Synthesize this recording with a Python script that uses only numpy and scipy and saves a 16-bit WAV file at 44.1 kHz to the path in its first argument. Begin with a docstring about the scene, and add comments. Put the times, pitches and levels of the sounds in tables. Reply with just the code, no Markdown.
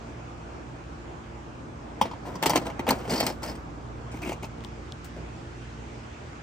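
"""A quiet room with a fan and mains hum; as the phone turns, the room's colour drifts. Near the phone a video
cassette is brought to a player: it knocks the front flap, rattles into the slot and slides in with a squeak.
Then the carriage inside seats it with a few duller clunks, and dry ticks sound close to the phone.
Blows and rubbing are noise in resonances, squeaks and flap are decaying sines, ticks are falling chirps,
and the room is shaped noise plus wavering sines."""
import sys
import numpy as np
from scipy import signal
from scipy.fft import rfft, irfft, next_fast_len
from scipy.io import wavfile
from scipy.ndimage import uniform_filter1d, map_coordinates

SR = 44100
rng = np.random.default_rng(int(sys.argv[2]) if len(sys.argv) > 2 else 0)


def bounce(signal):
    """Save signal as a 16-bit WAV file at the path given by the first command-line argument."""
    frames = np.transpose(np.atleast_2d(signal))
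    limited = np.clip(frames, -1, 1)
    pcm = np.round(limited * 32767).astype(np.int16)
    wavfile.write(sys.argv[1], SR, pcm)


N = 283193
TIME = np.arange(N) / SR
SIDE = np.array([[0.5], [-0.5]])  # left, right

# Modes of the player's case. Each row: centre in Hz, width in Hz, relative level in dB.
CASE_MODES = [(135, 39, -4.5), (160, 35, 2), (195, 43, 2.5), (260, 56, 3), (357, 108, 0.5), (417, 56, 0.5)]
# Modes of the hollow cassette. Each row: centre in Hz, width in Hz, relative level in dB.
SHELL_MODES = [(563, 178, -2.5), (848, 190, -3), (955, 104, 0), (1138, 360, -6), (1297, 370, -6.5)]
# Broad top-end modes. Each row: centre in Hz, width in Hz, relative level in dB.
TOP_MODES = [(10100, 3900, 10), (14500, 3000, 7)]


def amp(db):
    """Decibels to gain."""
    return 10 ** (np.asarray(db) / 20)


def unit(x):
    """Scaled to rms 1."""
    return x / np.sqrt(np.mean(np.abs(x) ** 2) + 1e-20)


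def along(points, hz):
    """(Hz, value) points interpolated on a log frequency axis."""
    f, v = np.transpose(points)
    return np.interp(np.log(hz + 1), np.log(f + 1), v)


def wobble(rate):
    """A smooth random curve, rate knots a second."""
    knots = rng.standard_normal(int(N * rate / SR) + 4)
    return map_coordinates(knots, [TIME * rate])


def filtered(x, response):
    """x through a complex response of frequency."""
    m = next_fast_len(x.shape[-1] + SR // 8)
    spectrum = rfft(x, m) * response(np.fft.rfftfreq(m, 1 / SR))
    return irfft(spectrum, m)[..., :x.shape[-1]]


def rung(x, modes):
    """x through causal resonances that keep the power of white noise."""
    def response(f):
        return unit(sum((-1) ** k * amp(db) * 1j * f * w / (c * c - f * f + 1j * f * w)
                        for k, (c, w, db) in enumerate(modes)))
    return filtered(x, response)


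def favour(modes, hz, fall_db):
    """The struck spot drives the modes near one pitch hardest; others fall by fall_db per octave."""
    return [(c, w, db - fall_db * abs(np.log2(c / hz))) for c, w, db in modes]


def add(out, s, sound, pan_db, lag_s=0):
    """Places a sound at s seconds, panned, the right port lagging."""
    left, right = round(s * SR), round(s * SR) + round(lag_s * SR)
    out[0, left:][:len(sound)] += sound * amp(pan_db / 2)
    out[1, right:][:len(sound)] += sound * amp(-pan_db / 2)


def rush(spectrum, patchy_db):
    """Air noise: stereo, rms 1, with patches of random gain over time and frequency."""
    # Each row: frequency in Hz, left-right likeness from -1 to 1.
    likeness = [(60, 1), (150, 0.81), (380, 0.42), (950, -0.25), (2380, 0.086), (5980, 0.22),
                (15000, -0.56)]
    z = signal.stft(rng.standard_normal((2, N)), nperseg=512)[2]
    field = rng.standard_normal(z.shape[1:])
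    field = uniform_filter1d(uniform_filter1d(field, 6, 0), 14, 1)
    pair = signal.istft(z * amp(patchy_db * unit(field)), nperseg=512)[1][:, :N]

    def response(hz):
        turn = np.arccos(np.clip(along(likeness, hz), -1, 1)) / 2
        return amp(along(spectrum, hz)) * [np.cos(turn), np.sin(turn)]

    mid, side = filtered(pair, response)
    return unit(np.array([mid + side, mid - side]))


def room_tone():
    """Rumble, fan and hiss are shaped noise that drifts as the phone turns; the hum is wavering sines."""
    # Each row: time in seconds, rumble in dB, fan in dB, hiss in dB, hum offset in dB.
    drift = [(0, -47.5, -43.5, -53, 0.7), (1.7, -46, -44, -55, -2.2), (2.8, -45, -39.5, -53, 1),
             (3.55, -43, -43, -55.5, 1.3), (5.65, -46, -45.5, -51, 1.2), (6.42, -49, -44, -52, -3.5)]
    # Noise spectra. Each row: frequency in Hz, relative density in dB.
    rumble_spectrum = [(20, -39), (30, -15.5), (48, -2), (62, -4), (80, 8.5), (100, -1.5), (125, 3),
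                       (165, 0), (195, -5.5), (230, -55)]
    fan_spectrum = [(150, -40), (200, -10.5), (230, -5), (320, -3.5), (450, -8), (800, -8.5), (1200, -11.5),
                    (1700, -19), (2200, -48.5)]
    hiss_spectrum = [(820, -34), (1400, -2), (2090, -2), (2550, -3.5), (3850, -12), (6860, -13.5),
                     (9160, -23), (9950, -44), (11000, -76), (12900, -50), (14600, -41), (16500, -64)]
    # Each row: partial in Hz, rms level in dB before drift and waver, waver in knots a second.
    hum_partials = [(59.3, -47.5, 8), (119, -48.5, 6), (163, -57, 4), (226.5, -53.5, 4), (288, -57.5, 3),
                    (341, -57, 4), (454, -60.5, 3)]
    s, *levels = np.transpose(drift)
    rumble_db, fan_db, hiss_db, hum_db = (np.interp(TIME, s, db) for db in levels)
    rumble = amp(rumble_db) * rush(rumble_spectrum, patchy_db=0.1)
    fan = amp(fan_db) * rush(fan_spectrum, patchy_db=1.5)
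    hiss = amp(hiss_db) * rush(hiss_spectrum, patchy_db=1.34)
    hum = np.zeros(N)
    for hz, db, rate in hum_partials:
        level = amp(db + 3 + hum_db + 2.2 * wobble(rate))  # +3 dB: rms to peak
        hum += level * np.sin(2 * np.pi * hz * TIME + 0.7 * wobble(rate))
    return rumble + fan + hiss + hum


def walls(x):
    """Echo from the walls: a noise tail in which each frequency dies at its own speed."""
    # Each row: frequency in Hz, t60 in seconds.
    decay = [(200, 0.12), (2000, 0.096), (12000, 0.014)]
    hz, t, z = signal.stft(rng.standard_normal((2, SR // 2)), SR, nperseg=256)
    tail = signal.istft(z * amp(-60 * t / along(decay, hz)[:, None]), SR, nperseg=256)[1]
    late = np.pad(x, ((0, 0), (200, 0)))  # 200 samples of delay
    left, right = signal.fftconvolve(late, tail / np.linalg.norm(tail[0]), axes=1)[:, :N]
    # the ports sit close together, so long waves reach both alike
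    apart = filtered(left - right, lambda hz: 1j * hz / (600 + 1j * hz))
    return (left + right) / 2 + SIDE * apart


def ticks():
    """Each tick is a snap falling fast from 15 kHz, ending on a few cycles and a faint rustle."""
    # Each row: start in seconds, level in dB, end pitch in Hz, length in seconds,
    # rustle in dB relative to the snap, left minus right in dB.
    tick_rows = [(4.584, -50, 8600, 0.00072, -30, 3), (4.6065, -43, 3200, 0.0018, -23, 1),
                 (4.639, -40, 1800, 0.002, -13, 9), (4.6475, -31, 3100, .0016, -28, 10),
                 (4.9221, -27, 3300, .0013, -36, 1), (5.045, -42, 7100, 0.0016, -3, 10)]
    start_db = -16  # the high start is weaker than the end
    out, t = np.zeros((2, N)), np.arange(SR // 20) / SR
    for s, db, end_hz, length_s, rustle_db, pan_db in tick_rows:
        fall = np.exp(-7 * t / length_s)
        pitch_hz = end_hz + (15000 - end_hz) * fall
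        tone = np.sin(2 * np.pi * (np.cumsum(pitch_hz) / SR + rng.random()))
        snap = amp(start_db * fall) * np.exp(-(t / length_s) ** 3) * tone
        rustle = amp(rustle_db - 60 * t / 0.12) * rng.standard_normal(len(t))
        add(out, s, amp(db) * (snap + rustle), pan_db)
    return out


def slide(strokes, treble, grit_db, top_db):
    """Rubbing is gritty noise in resonances of treble, body and top; each stroke bites, holds and fades."""
    attack_s = 0.014
    grit = unit(amp(grit_db * wobble(250) * [[1], [0.4], [1]])) * rng.standard_normal((3, N))
    bodies = (treble, CASE_MODES + SHELL_MODES, TOP_MODES)
    rub, rumble, top = [rung(g, modes) for g, modes in zip(grit, bodies)]
    out = np.zeros(N)
    for s, hold_s, db, rumble_db, fade_db_per_s in strokes:
        bite = np.clip(1 + (TIME - s) / attack_s, 0, 1) ** 2  # full at s
        level = amp(db - fade_db_per_s * np.maximum(TIME - s - hold_s, 0))
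        out += bite * level * (rub + amp(rumble_db) * rumble + amp(top_db) * top)
    return out


def blows(table, treble, rise_s, snap, heavy, top_db, pan_db):
    """A hard contact and a short scuffle ring the treble modes, shell and case; harder is brighter."""
    crack_db = -4  # treble crack against a blow's strength
    brightens, usual_blow_db = 0.69, -28  # top-end dB per dB of strength over a usual blow
    scatter_db = 3.5  # each blow lands elsewhere on the case
    spot_lag_s = 0.000025  # spread of the lag between ports, as the struck spot moves
    # per part: crack, top, shell, thump
    decay_share = np.array([[1], [0.8], [heavy], [heavy]])
    contact = snap * np.array([[1.5], [0.9], [6], [6]])
    out, t = np.zeros((2, N)), np.arange(SR // 5) / SR
    for s, db, shell_db, thump_db, treble_hz, shell_hz, t60_s in table:
        # the heavy parts need only a short push: their own ringing carries the tail
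        pushes = (1 - np.exp(-t / rise_s)) * amp(-60 * t / (t60_s * decay_share))
        force = pushes * rng.standard_normal(pushes.shape)
        force += contact * signal.unit_impulse(len(t), 20)
        case, bright = ([(c, w, level + scatter_db * rng.standard_normal()) for c, w, level in modes]
                        for modes in (CASE_MODES, treble))
        parts = (favour(bright, treble_hz, 7.1), TOP_MODES, favour(SHELL_MODES, shell_hz, 18.0), case)
        brightness_db = top_db + brightens * (db - usual_blow_db)
        levels_db = db + np.array([crack_db, brightness_db, shell_db, thump_db])
        # each part radiates the energy of its push
        rings = [unit(rung(f, modes)) * np.std(push) for f, modes, push in zip(force, parts, pushes)]
        crack, top, shell, thump = amp(levels_db)[:, None] * rings
        add(out, s, top + thump, pan_db)
        add(out, s, crack + shell, pan_db, spot_lag_s * rng.standard_normal())
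    return out


def carriage():
    """The carriage inside the player: duller clunks and its travel, in its own treble modes."""
    # Each row: start in seconds, strength in dB, shell and thump in dB relative to strength,
    # favoured treble in Hz, favoured shell in Hz, t60 in seconds.
    clunks = [(4.115, -39, -12, -18, 6500, 517, 0.1), (4.141, -41.5, 6, 14, 2310, 730, 0.074),
              (4.2278, -27.5, -18, 1, 2570, 692, 0.1), (4.2572, -32, -6, 4, 2480, 845, 0.24),
              (4.2945, -22, 1.5, 1, 2570, 596, 0.026), (4.3186, -24, 5, -20, 2510, 724, 0.031),
              (4.329, -27, -12, -12, 5080, 840, 0.028), (4.4248, -32, -1, 5, 2250, 814, 0.022),
              (4.432, -37, 3.5, -6, 2250, 910, 0.048), (4.4423, -27, 2, -4, 4700, 885, 0.033),
              (4.648, -48, 16, 18, 2250, 950, 0.03), (5.165, -58, 21, 25, 2400, 520, 0.13)]
    # Each row: full-level time in seconds, hold in seconds, rub in dB, rumble in dB relative to rub,
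    # fade in dB per second.
    travel = [(4.13, 0.066, -54.5, 3.3, 298), (4.222, 0.11, -46.5, 7.1, 480),
              (4.435, 0.0087, -45, 3.5, 600)]
    # Each row: centre in Hz, width in Hz, relative level in dB.
    treble = [(2160, 250, 15.5), (2540, 160, 17), (2800, 180, 14.5), (3800, 3900, 2.5), (4750, 200, 4),
              (5000, 170, -1), (7000, 1900, 10), (8700, 5700, 2)]
    struck = blows(clunks, treble, rise_s=0.0031, snap=1.8, heavy=0.93, top_db=-15, pan_db=0.5)
    return struck + slide(travel, treble, grit_db=4, top_db=-6.5)


def rasp():
    """Rasping between the squeaks: gritty rubbing in a few narrow high modes."""
    # Each row: full-level time in seconds, hold in seconds, rub in dB, rumble in dB relative to rub,
    # fade in dB per second.
    strokes = [(3.112, 0.034, -44.5, 13.5, 300), (3.165, 0.018, -45, 1.5, 300),
               (3.205, .022, -46.5, 9.1, 400), (3.272, 0.023, -47, 16, 500), (3.468, 0.029, -54, 8.5, 300)]
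    # Each row: centre in Hz, width in Hz, relative level in dB.
    treble = [(4440, 170, -3), (5230, 210, 0), (5370, 360, -2)]
    return slide(strokes, treble, grit_db=5.5, top_db=-9)


def squeak(partner_db, rough_db):
    """Each stick-slip rings a high mode beating with a weaker neighbour; two faint chance slips follow."""
    # Each row: start in seconds, level in dB, pitch in Hz.
    slips = [(3.1048, -22.5, 4840), (3.1214, -39, 5150), (3.1364, -31, 4400), (3.1425, -34, 5000),
             (3.157, -26, 4940), (3.164, -30, 4600), (3.179, -25, 4740), (3.1958, -25, 4760),
             (3.2046, -27, 5380), (3.2124, -32, 4540), (3.2264, -34, 4520), (3.2665, -35, 5200),
             (3.301, -43, 5200), (3.439, -39, 4600), (3.475, -32, 5100), (3.4854, -36, 4940),
             (3.4962, -32, 5160), (3.506, -42, 5130), (3.515, -46, 5180)]
    hold_s, t60_s = 0.0033, 0.028
    sag = 0.023  # share of pitch lost over the first 20 ms
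    chatter_db, chatter_s, chatter_spread = -20, 0.015, 0.071  # level, most lateness, pitch share
    out, t = np.zeros((2, N)), np.arange(SR // 10) / SR
    sagging = t * (1 - sag * t / 0.04)
    rough = unit(amp(rough_db * wobble(400)))
    chatter = []
    for s, db, hz in slips:
        for late, pick in rng.random(size=(2, 2)):
            chance_hz = hz * (1 + chatter_spread * (2 * pick - 1))
            chatter.append((s + chatter_s * late, db + chatter_db, chance_hz))
    for s, db, hz in slips + chatter:
        partner_hz = hz * (1.09 if hz < 4800 else 0.91)
        tone = np.sin(2 * np.pi * hz * sagging)
        tone += amp(partner_db) * np.sin(2 * np.pi * (partner_hz * sagging + rng.random()))
        decay = amp(db - 3.5 - 60 * np.maximum(t - hold_s, 0) / t60_s)
        add(out, s, decay * (1 - np.exp(-t / 0.00045)) * tone, 0)
    return out * rough


def flap():
    """Each clean hit rings the front flap's modes as decaying sines, a little differently every time."""
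    # Each row: mode in Hz, level in dB, t60 in seconds.
    flap_modes = [(212, -14, 0.057), (534, -16, 0.069), (868, -12, 0.072), (939, 4.5, 0.025),
                  (1200, -17, 0.044), (1400, -24, 0.038), (2180, -21, 0.041), (3200, -23, 0.044),
                  (3570, -24.5, 0.049), (4450, -34, 0.065), (5480, -36, 0.049)]
    # Each row: start in seconds, strength in dB.
    hits = [(2.0127, -4), (2.1122, -24), (2.1335, -29.5)]
    rise_s = 0.0022
    out, t = np.zeros((2, N)), np.arange(SR // 5) / SR
    for s, db in hits:
        ring = np.zeros(len(t))
        for hz, level_db, t60_s in flap_modes:
            decay = amp(level_db + 1.6 * rng.standard_normal() - 60 * t / t60_s)
            ring += decay * np.sin(2 * np.pi * hz * t)
        add(out, s, amp(db) * (1 - np.exp(-(t / rise_s) ** 2)) * ring, 0)
    return out


def cassette():
    """The cassette knocks flap and slot and rubs its way in, both ringing its plastic."""
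    # Each row: start in seconds, strength in dB, shell and thump in dB relative to strength,
    # favoured treble in Hz, favoured shell in Hz, t60 in seconds.
    knocks = [(2.0127, -20, -12, -10.5, 3300, 944, 0.087), (2.0544, -35.5, 8.5, 5.5, 2290, 571, 0.14),
              (2.1116, -38, 9, -19, 2700, 890, 0.049), (2.1335, -40, 6, 5, 2290, 955, 0.05),
              (2.2635, -48, 0, -10, 2270, 592, 0.055), (2.3545, -31.5, 5.5, 8, 4570, 960, 0.043),
              (2.426, -13, 1, -3, 2270, 880, 0.023), (2.434, -14.5, 4.5, -8, 3180, 910, 0.024),
              (2.4425, -33.5, 2, 1, 2250, 600, 0.028), (2.4582, -14.5, 1.5, 2, 3220, 870, 0.065),
              (2.465, -14, -3, 0, 4400, 600, 0.028), (2.472, -24, -1, 2, 2100, 570, 0.049),
              (2.4958, -12.5, 3, -3, 6400, 866, 0.025), (2.503, -15, 2, -3, 5200, 935, 0.034),
              (2.4975, -22, -3, 1, 2200, 600, 0.02), (2.5328, -23.5, 8.5, 1, 2150, 920, 0.046),
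              (2.5578, -13.5, 10, -11, 3180, 627, 0.033), (2.565, -17, -17, -11, 2150, 572, 0.045),
              (2.574, -17.5, 2, 7, 5400, 910, 0.028), (2.6142, -45.5, 14, 14, 2120, 506, 0.3),
              (2.6662, -25, 3, -11, 2720, 840, 0.033), (2.6998, -32, 2, 5, 2370, 888, 0.046),
              (2.7931, -26, 5, 8.5, 2070, 830, 0.057), (2.8672, -26, 8, -11, 2120, 824, 0.051),
              (2.879, -29, 12, 2, 2120, 572, 0.065), (2.885, -31, 12, -11, 3180, 600, 0.043),
              (2.8891, -12, -9, -13, 2150, 567, 0.033), (2.894, -17, 1, -2.5, 4430, 572, 0.0093),
              (2.9062, -10, 6.5, 3.5, 4340, 875, 0.025), (2.919, -27.5, 6, 8, 2150, 572, 0.093),
              (3.0106, -39, 7, 6, 2150, 840, 0.061), (3.052, -35, 9, 1, 2110, 700, 0.047),
              (3.078, -40, 12, 17.5, 5350, 606, 0.079), (3.0955, -27, 0, 0, 5500, 700, 0.037),
              (3.1036, -29, 3, 0, 4790, 790, 0.092), (3.115, -34, -3, 14.5, 4790, 572, 0.18),
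              (3.134, -34, 4, 16.5, 4430, 600, 0.11), (3.1567, -34, -13, -8, 5010, 837, 0.096),
              (3.2021, -14.5, -3, -20, 5410, 600, 0.039), (3.208, -20, 7.5, -29, 2150, 597, 0.043),
              (3.2294, -30, 15.5, 17, 2110, 820, 0.035), (3.2485, -33, 1, 0, 2100, 700, 0.031),
              (3.2655, -11.5, -22, -23, 5270, 680, 0.02), (3.275, -30, -5, -1, 5430, 680, 0.034),
              (3.3016, -31, 11, -7, 5020, 680, 0.038), (3.421, -43, 9, 4, 2100, 1140, 0.04),
              (3.4358, -28.5, 1, -13, 6500, 1000, 0.039), (3.4894, -38, -16, -5, 5110, 1010, 0.03),
              (3.4985, -46, -10, 15, 5110, 1010, 0.18), (3.552, -41, 0, 3, 3100, 900, 0.07)]
    # Each row: full-level time in seconds, hold in seconds, rub in dB, rumble in dB relative to rub,
    # fade in dB per second.
    strokes = [(2.255, 0.017, -56, 19, 89), (2.43, 0.045, -43.5, 13.5, 249), (2.5, 0.018, -41.5, 10, 245),
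               (2.56, 0.0015, -33.5, 11.5, 507), (2.66, 0.017, -51.5, 19.5, 378),
               (2.885, 0.019, -36.5, 14.5, 307), (2.97, 0.12, -57, 11.5, 400),
               (3.1, 0.064, -37.5, 5.5, 134), (3.23, 0.02, -43, 9.5, 306), (3.268, 0.0061, -36, 3, 486),
               (3.43, 0.055, -44.5, 8, 202)]
    # Each row: centre in Hz, width in Hz, relative level in dB.
    treble = [(2090, 570, 4), (3260, 460, 1.5), (3690, 370, -2), (4390, 520, 1), (5400, 1000, -2),
              (6400, 850, -0.5), (7460, 2700, -3)]
    struck = blows(knocks, treble, rise_s=0.0011, snap=1.46, heavy=0.5, top_db=-13.0, pan_db=-0.9)
    return struck + slide(strokes, treble, grit_db=2.8, top_db=-2.5)


def at_ports(near):
    """Near sounds reach the two microphone ports with different phase and level."""
    # Each row: frequency in Hz, left minus right in dB.
    tilt = [(130, 0), (400, 0), (800, 4.5), (1400, 2.5), (3100, -0.5), (6800, 3), (15000, -0.5)]
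    # Each row: frequency in Hz, lead of the left port in radians.
    lead = [(0, -1), (950, 0.42), (1900, 0.5), (2400, 1.5), (3400, 1.68), (4200, 1), (6300, 0.04),
            (7600, 4.5), (9900, 4), (12500, 5.2), (16000, 5.2)]
    return filtered(near, lambda hz: amp(SIDE * along(tilt, hz)) * np.exp(1j * (SIDE + 0.5) * along(lead, hz)))


def scene():
    """Near sounds reach the ports directly and by the walls; ticks and room tone join."""
    near = cassette() + flap() + carriage() + rasp() + squeak(partner_db=-12, rough_db=2.5)
    handling = at_ports(near) + amp(-11.0) * walls(near)
    return handling + ticks() + amp(-1.2 * SIDE) * room_tone()


def record(dry):
    """The sound is hollow around 11 kHz and dark above the band limit."""
    # Each row: frequency in Hz, gain in dB.
    hollow = [(9000, -0.5), (10000, -10), (11000, -29), (12000, -14.5), (12800, -5.5), (15600, -5.5),
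              (16200, -29)]
    top_hz = 16900
    return filtered(dry, lambda hz: amp(along(hollow, hz)) * (hz < top_hz))


dry = scene()
out = record(dry)
bounce(out)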